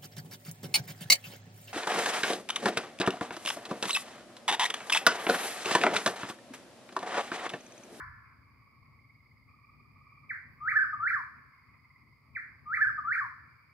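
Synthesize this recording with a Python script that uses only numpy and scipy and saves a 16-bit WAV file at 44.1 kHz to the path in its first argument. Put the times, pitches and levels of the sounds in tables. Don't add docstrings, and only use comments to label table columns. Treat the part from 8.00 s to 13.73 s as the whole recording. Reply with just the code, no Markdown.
import sys
import numpy as np
from scipy import signal
from scipy.fft import rfft, irfft, next_fast_len
from scipy.io import wavfile
from scipy.ndimage import map_coordinates

SR = 44100
rng = np.random.default_rng(int(sys.argv[2]) if len(sys.argv) > 2 else 0)


def to_wav(sig):
    pcm = np.clip(np.atleast_2d(sig), -1, 1) * 32767
    pcm = np.round(pcm).astype(np.int16)
    wavfile.write(sys.argv[1], SR, pcm.T)


N = 252687

# peak t/s into the note, height f/Hz, rise t/s, fall t/s, accent level/dB
CHUCK = dict(length_s=.04, attack_s=.002, release_s=.0187, base_hz=(1200, 1160, 1120),
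         swoops=[(0, 1280, .015, .0215, 0)])
WILL = dict(length_s=.259, attack_s=.046, release_s=.0164, base_hz=(1187, 1163, 1106),
        swoops=[(.1125, 1380, .018, .009, -1.5), (.17, 594, .0117, .0258, 3.7),
        (.2264, 490, .0161, .0196, 1.8)])
HICCUP = dict(length_s=.0262, attack_s=.013, release_s=.0073, base_hz=(1250, 1233, 1192), swoops=[])
WIDOW = dict(length_s=.238, attack_s=.026, release_s=.05, base_hz=(1103, 1292, 880),
         swoops=[(.0516, 73, .0104, .0194, 2.8), (.1105, 1290, .0145, .009, -4.5),
         (.1559, 581, .0086, .0148, -4.5)])
# t/s into the phrase, note, level/dB, overtone level/dB, foliage echo level/dB
PHRASE = [(0, CHUCK, -34.6, -6, 4), (.307, WILL, -28.3, -1.5, .5), (.633, HICCUP, -22, 0, -5),
          (.6935, WIDOW, -26.5, 1.2, .6)]
# start t/s, level/dB, pitch ratio, length ratio
SONG = [(-.94, .5, .97, 1.0), (2.2925, 0, 1.0, 1.0), (4.3505, -.3, 1.003, .9887)]
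# delay t/s, level/dB, lead of the left microphone t/s
TRUNK_ECHOES = [(.00517, -10, -.00011), (.01517, -14.5, -.00031), (.02372, -16, 0),
                (.03407, -16.5, -.00021), (.07087, -18, -.0048), (.0758, -26, -.0003), (.1169, -26, .0001)]
# f/Hz, time to decay 60 dB t/s
FOLIAGE_DECAY = [(900, 0.34), (1800, 0.46), (5000, 0.61), (12000, 0.36)]
DEEP_WOOD_DECAY = [(900, 1.32), (1800, 1.045), (5000, 1.8), (12000, 1.5)]
# f/Hz, left minus right level/dB
BIRD_BALANCE = [(1200, 4.5), (1750, -3.5), (2300, -0.3), (4500, -7.5), (8000, -6.5), (12000, -7.5)]


def nightjar(direct_db=0.03, lead_s=-0.000085, deep_db=-15):
    song, near = np.zeros(N + SR), np.zeros((2, N + SR))
    for start, gain_db, pitch, stretch in SONG:
        for offset, note, db, edge_db, scatter_db in PHRASE:
            s = start + offset * stretch
            tone = amp(gain_db + db) * whistle(note, pitch, stretch, edge_db)
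            add(song, s, tone)
            scattered = filtered(np.pad(tone, (0, SR // 2)), leaf_scattering)
            echo = amp(-5) * scatter(scattered, FOLIAGE_DECAY, rise_s=.01)
            add(near, s, amp(scatter_db) * echo)

    def clear_paths(hz):
        trunks = sum(amp(db) * arrival(hz, delay, lead) for delay, db, lead in TRUNK_ECHOES)
        return (amp(direct_db) + trunks) / leaf_scattering(hz)

    def bearing(hz):
        balance = along(BIRD_BALANCE, hz) * np.array([[.5], [-.5]])
        return arrival(hz, 0, lead_s) * amp(balance)

    clear = filtered(song, clear_paths)
    far = amp(deep_db) * scatter(song, DEEP_WOOD_DECAY, rise_s=0.046)
    return filtered(clear + near + far, bearing)[:, SR:]


def leaf_scattering(hz):
    return amp(along([(2600, 0), (10000, 6)], hz))


# multiple of the pitch, level/dB
OVERTONES = [(2, -38.5), (3, -39), (5, -44), (6, -52.5), (7, -53)]
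# f/Hz, level/dB
THROAT = [(2800, -11), (3700, -8), (4450, 10), (5300, 5), (6000, -7), (6800, -1.5), (8000, -6), (9300, 0),
          (10800, 6), (12000, 2), (14000, 2), (15700, -6)]


def whistle(note, pitch, stretch, edge_db, strain_power=4.5, bright_hz=2200,
            waver=.0065, flutter_db=.9, rasp_db=-44):
    hz, loudness = gesture(stretch, **note)
    glide, size = hz * pitch, len(hz)
    wavering = glide * (1 + waver * wobble(300, size))
    phase = 2 * np.pi * np.cumsum(wavering) / SR
    strain = amp(edge_db) * np.minimum(glide / bright_hz, 1) ** strain_power
    overtones = sum(amp(level + along(THROAT, k * glide)) * np.sin(k * phase) for k, level in OVERTONES)
    breath = filtered(rng.standard_normal(size), lambda f: amp(along(THROAT, f)))
    rasp = amp(rasp_db) * unit(breath)
    flutter = amp(flutter_db * wobble(150, size))
    return np.sqrt(2) * loudness * flutter * (np.sin(phase) + strain * (overtones + rasp))


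# f/Hz before the pitch ratio, level/dB
CARRY = [(950, -13), (1200, -8.2), (1400, -6.3), (1700, 2.1), (2050, 1.2), (2370, -10)]


def gesture(stretch, length_s, attack_s, release_s, base_hz, swoops, ceiling_hz=2400, knee=20):
    t = np.arange(int(length_s * stretch * SR)) / SR / stretch
    arch = np.polyfit([0, .5, 1], base_hz, 2)
    hz = np.polyval(arch, t / length_s)
    loudness = np.minimum(t / attack_s, 1) * np.minimum((length_s - t) / release_s, 1)
    for peak, height, rise, fall, accent_db in swoops:
        upswing = 1 / np.cosh((t - peak) / rise)
        drop = np.exp(-((t - peak) / fall) ** 2)
        push = np.where(t < peak, upswing, drop)
        hz = hz + height * push
        loudness = loudness * amp(accent_db * push)
    hz = hz / (1 + (hz / ceiling_hz) ** knee) ** (1 / knee)
    return hz, loudness * amp(along(CARRY, hz))


# first pulse t/s, last pulse t/s, mean pulse rate/(1/s), nominal pitch f/Hz,
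# fundamental level/dB, octave level/dB, clear path level/dB
TRILLS = [(.375, 1.045, 19.4, 1119, -60.5, -63.5, -4.5), (.945, 1.431, 18.4, 1081, -97, -62, 2),
          (1.492, 2.237, 18.8, 1168, -57.8, -60.5, -2.5), (3.535, 4.131, 18.4, 1051, -67.5, -60, 1),
          (4.185, 4.345, 18.8, 1145, -63.5, -67, -7), (5.435, 5.700, 18.9, 1146, -83, -60, -4.5)]


def treefrogs(pulse_s=0.025, sweep=.19, slowing=.04, detuning=0.0065, scatter_db=2.2, wet_db=-1.3, left_db=-3):
    sung, clear = np.zeros((2, N + SR))
    u = np.linspace(0, 1, int(pulse_s * SR))
    for first, last, rate, hz, low_db, octave_db, open_db in TRILLS:
        progress = np.linspace(0, 1, round((last - first) * rate) + 1)
        times = first + (last - first) * progress * (1 - slowing * (1 - progress))
        for s in times:
            size, detune = rng.standard_normal(2)
            glide = hz * (1 + detuning * detune + sweep * (u - .5))
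            phase = 2 * np.pi * np.cumsum(glide) / SR
            partials = amp(low_db) * np.sin(phase) + amp(octave_db) * np.sin(2 * phase)
            pulse = amp(scatter_db * size) * np.sin(np.pi * u) ** 2 * partials
            add(sung, s - pulse_s / 2, pulse)
            add(clear, s - pulse_s / 2, amp(open_db) * pulse)
    echo = amp(wet_db) * scatter(sung, FOLIAGE_DECAY, rise_s=0.026)
    return (clear + echo)[:, SR:] * balance_gain(left_db)


# f/Hz, level/dB
CHORUS_SPECTRUM = [(750, -27), (950, -11.5), (1130, -2), (1300, -7), (1550, -29), (1850, -14), (2200, -1.5),
                   (2480, -12), (2800, -34), (3500, -68)]
# t/s, level/dB
CHORUS_LEVEL = [(0, -66), (1.2, -71.5), (2.6, -64.5), (4.3, -68.5), (5.7, -68.5)]


def far_frogs(throb_db=2):
    throb = throb_db * wobble(36, N)
    return amp(curve(CHORUS_LEVEL) + throb) * rush(CHORUS_SPECTRUM, left_db=-1.5)


# f/Hz, level/dB
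INSECT_SPECTRUM = [(3700, -42.5), (4150, -5), (4450, 2.5), (4800, 10.5), (5250, -2), (5550, -31),
                   (6200, -32.5)]


def insects(db=-81.7, shimmer_db=1.0):
    return amp(db + shimmer_db * wobble(60, N)) * rush(INSECT_SPECTRUM, left_db=-5.5)


# f/Hz, level/dB
RUSTLE_SPECTRUM = [(7000, -30), (11000, -8), (14000, 0), (15700, -2)]


def rustle(s=2.54, width_s=.055, db=-82):
    envelope = np.exp(-((np.arange(N) / SR - s) / width_s) ** 2)
    return amp(db) * envelope * rush(RUSTLE_SPECTRUM, left_db=0)


# f/Hz, level/dB
BUMP_SPECTRUM = [(25, -25), (40, -8), (50, 5), (65, 2.5), (130, 3), (220, -43), (500, -54)]


def handling(db=-51, t60_s=1.2):
    return amp(db - 60 * np.arange(N) / SR / t60_s) * rush(BUMP_SPECTRUM, left_db=-1)


# f/Hz, level/dB
RUMBLE_SPECTRUM = [(25, -22), (42, -22), (54, -5.5), (86, -3.5), (119, -0.5), (135, -2), (184, -14.5),
                   (240, -10.5), (291, -16), (331, -22.5), (367, -23.5), (450, -26.5), (733, -31),
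                   (900, -26.5), (1170, -53.5), (1980, -120)]
# t/s, relative level/dB
RUMBLE_LEVEL = [(0, -63.7), (0.5, -64.2), (1.1, -63.3), (1.6, -64.0), (2.2, -64.6), (2.9, -60.1),
                (3.5, -66.2), (4.2, -65.9), (4.95, -61.2), (5.4, -66.0), (5.7, -68.0)]
# f/Hz, level/dB
HISS_SPECTRUM = [(500, 6), (1500, 5), (3200, 1.5), (6000, -3), (8000, -3.5), (11000, 0), (13500, 2),
                 (15700, -.5)]


def background(rumble_db=1.5, hiss_db=-83, lumps_db=1.5):
    level = amp(rumble_db + curve(RUMBLE_LEVEL) + lumps_db * wobble(12, N))
    rumble = level * rush(RUMBLE_SPECTRUM, left_db=3.5)
    return rumble + amp(hiss_db) * rush(HISS_SPECTRUM, left_db=1.4)


def arrival(hz, delay, lead):
    return np.exp(-2j * np.pi * hz * (delay + np.array([[-lead], [lead]]) / 2))


def scatter(x, decay, rise_s):
    hz, t, z = signal.stft(noise_pair(SR), SR, nperseg=256)
    fade = amp(-60 * t / along(decay, hz)[:, None])
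    build_up = 1 - np.exp(-t / rise_s)
    tail = signal.istft(z * fade * build_up, SR, nperseg=256)[1]
    tail = tail / np.linalg.norm(tail[0])
    return signal.fftconvolve(x[None], tail, axes=1)[:, :len(x)]


# f/Hz, left-right likeness (1 = identical)
LIKENESS = [(60, .95), (125, .85), (250, .55), (500, .35), (1100, .6), (2200, 0.35), (4000, .1),
            (12000, .05)]


def noise_pair(size):
    def mid_side(hz):
        turn = np.arccos(np.clip(along(LIKENESS, hz), -1, 1)) / 2
        return np.array([np.cos(turn), np.sin(turn)])

    mid, side = filtered(rng.standard_normal((2, size)), mid_side)
    return np.array([mid + side, mid - side])


def rush(spectrum, left_db):
    coloured = filtered(noise_pair(N), lambda hz: amp(along(spectrum, hz)))
    return unit(coloured * balance_gain(left_db))


def balance_gain(left_db):
    return amp([[left_db / 2], [-left_db / 2]])


def amp(db):
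    return 10 ** (np.asarray(db) / 20)


def unit(x):
    return x / np.sqrt(np.mean(x ** 2) + 1e-20)


def along(points, hz):
    f, v = np.transpose(points)
    return np.interp(np.log(hz + 1), np.log(f + 1), v)


def curve(rows):
    return np.interp(np.arange(N) / SR, *np.transpose(rows))


def wobble(rate, size):
    knots = rng.standard_normal(int(size * rate / SR) + 4)
    return map_coordinates(knots, [np.arange(size) * rate / SR])


def filtered(x, response):
    size = x.shape[-1]
    m = next_fast_len(size + SR // 2)
    return irfft(rfft(x, m) * response(np.fft.rfftfreq(m, 1 / SR)), m)[..., :size]


def add(track, s, sound):
    part = track[..., round((s + 1) * SR):][..., :sound.shape[-1]]
    part += sound[..., :part.shape[-1]]


def scene():
    animals = nightjar() + treefrogs() + far_frogs() + insects()
    return animals + rustle() + handling() + background()


def record(dry, low_cut_hz=49, top_hz=15730):
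    return filtered(dry, lambda hz: (hz < top_hz) * (1 - 1 / (1 + (hz / low_cut_hz) ** 6)))


dry = scene()
out = record(dry)
to_wav(out)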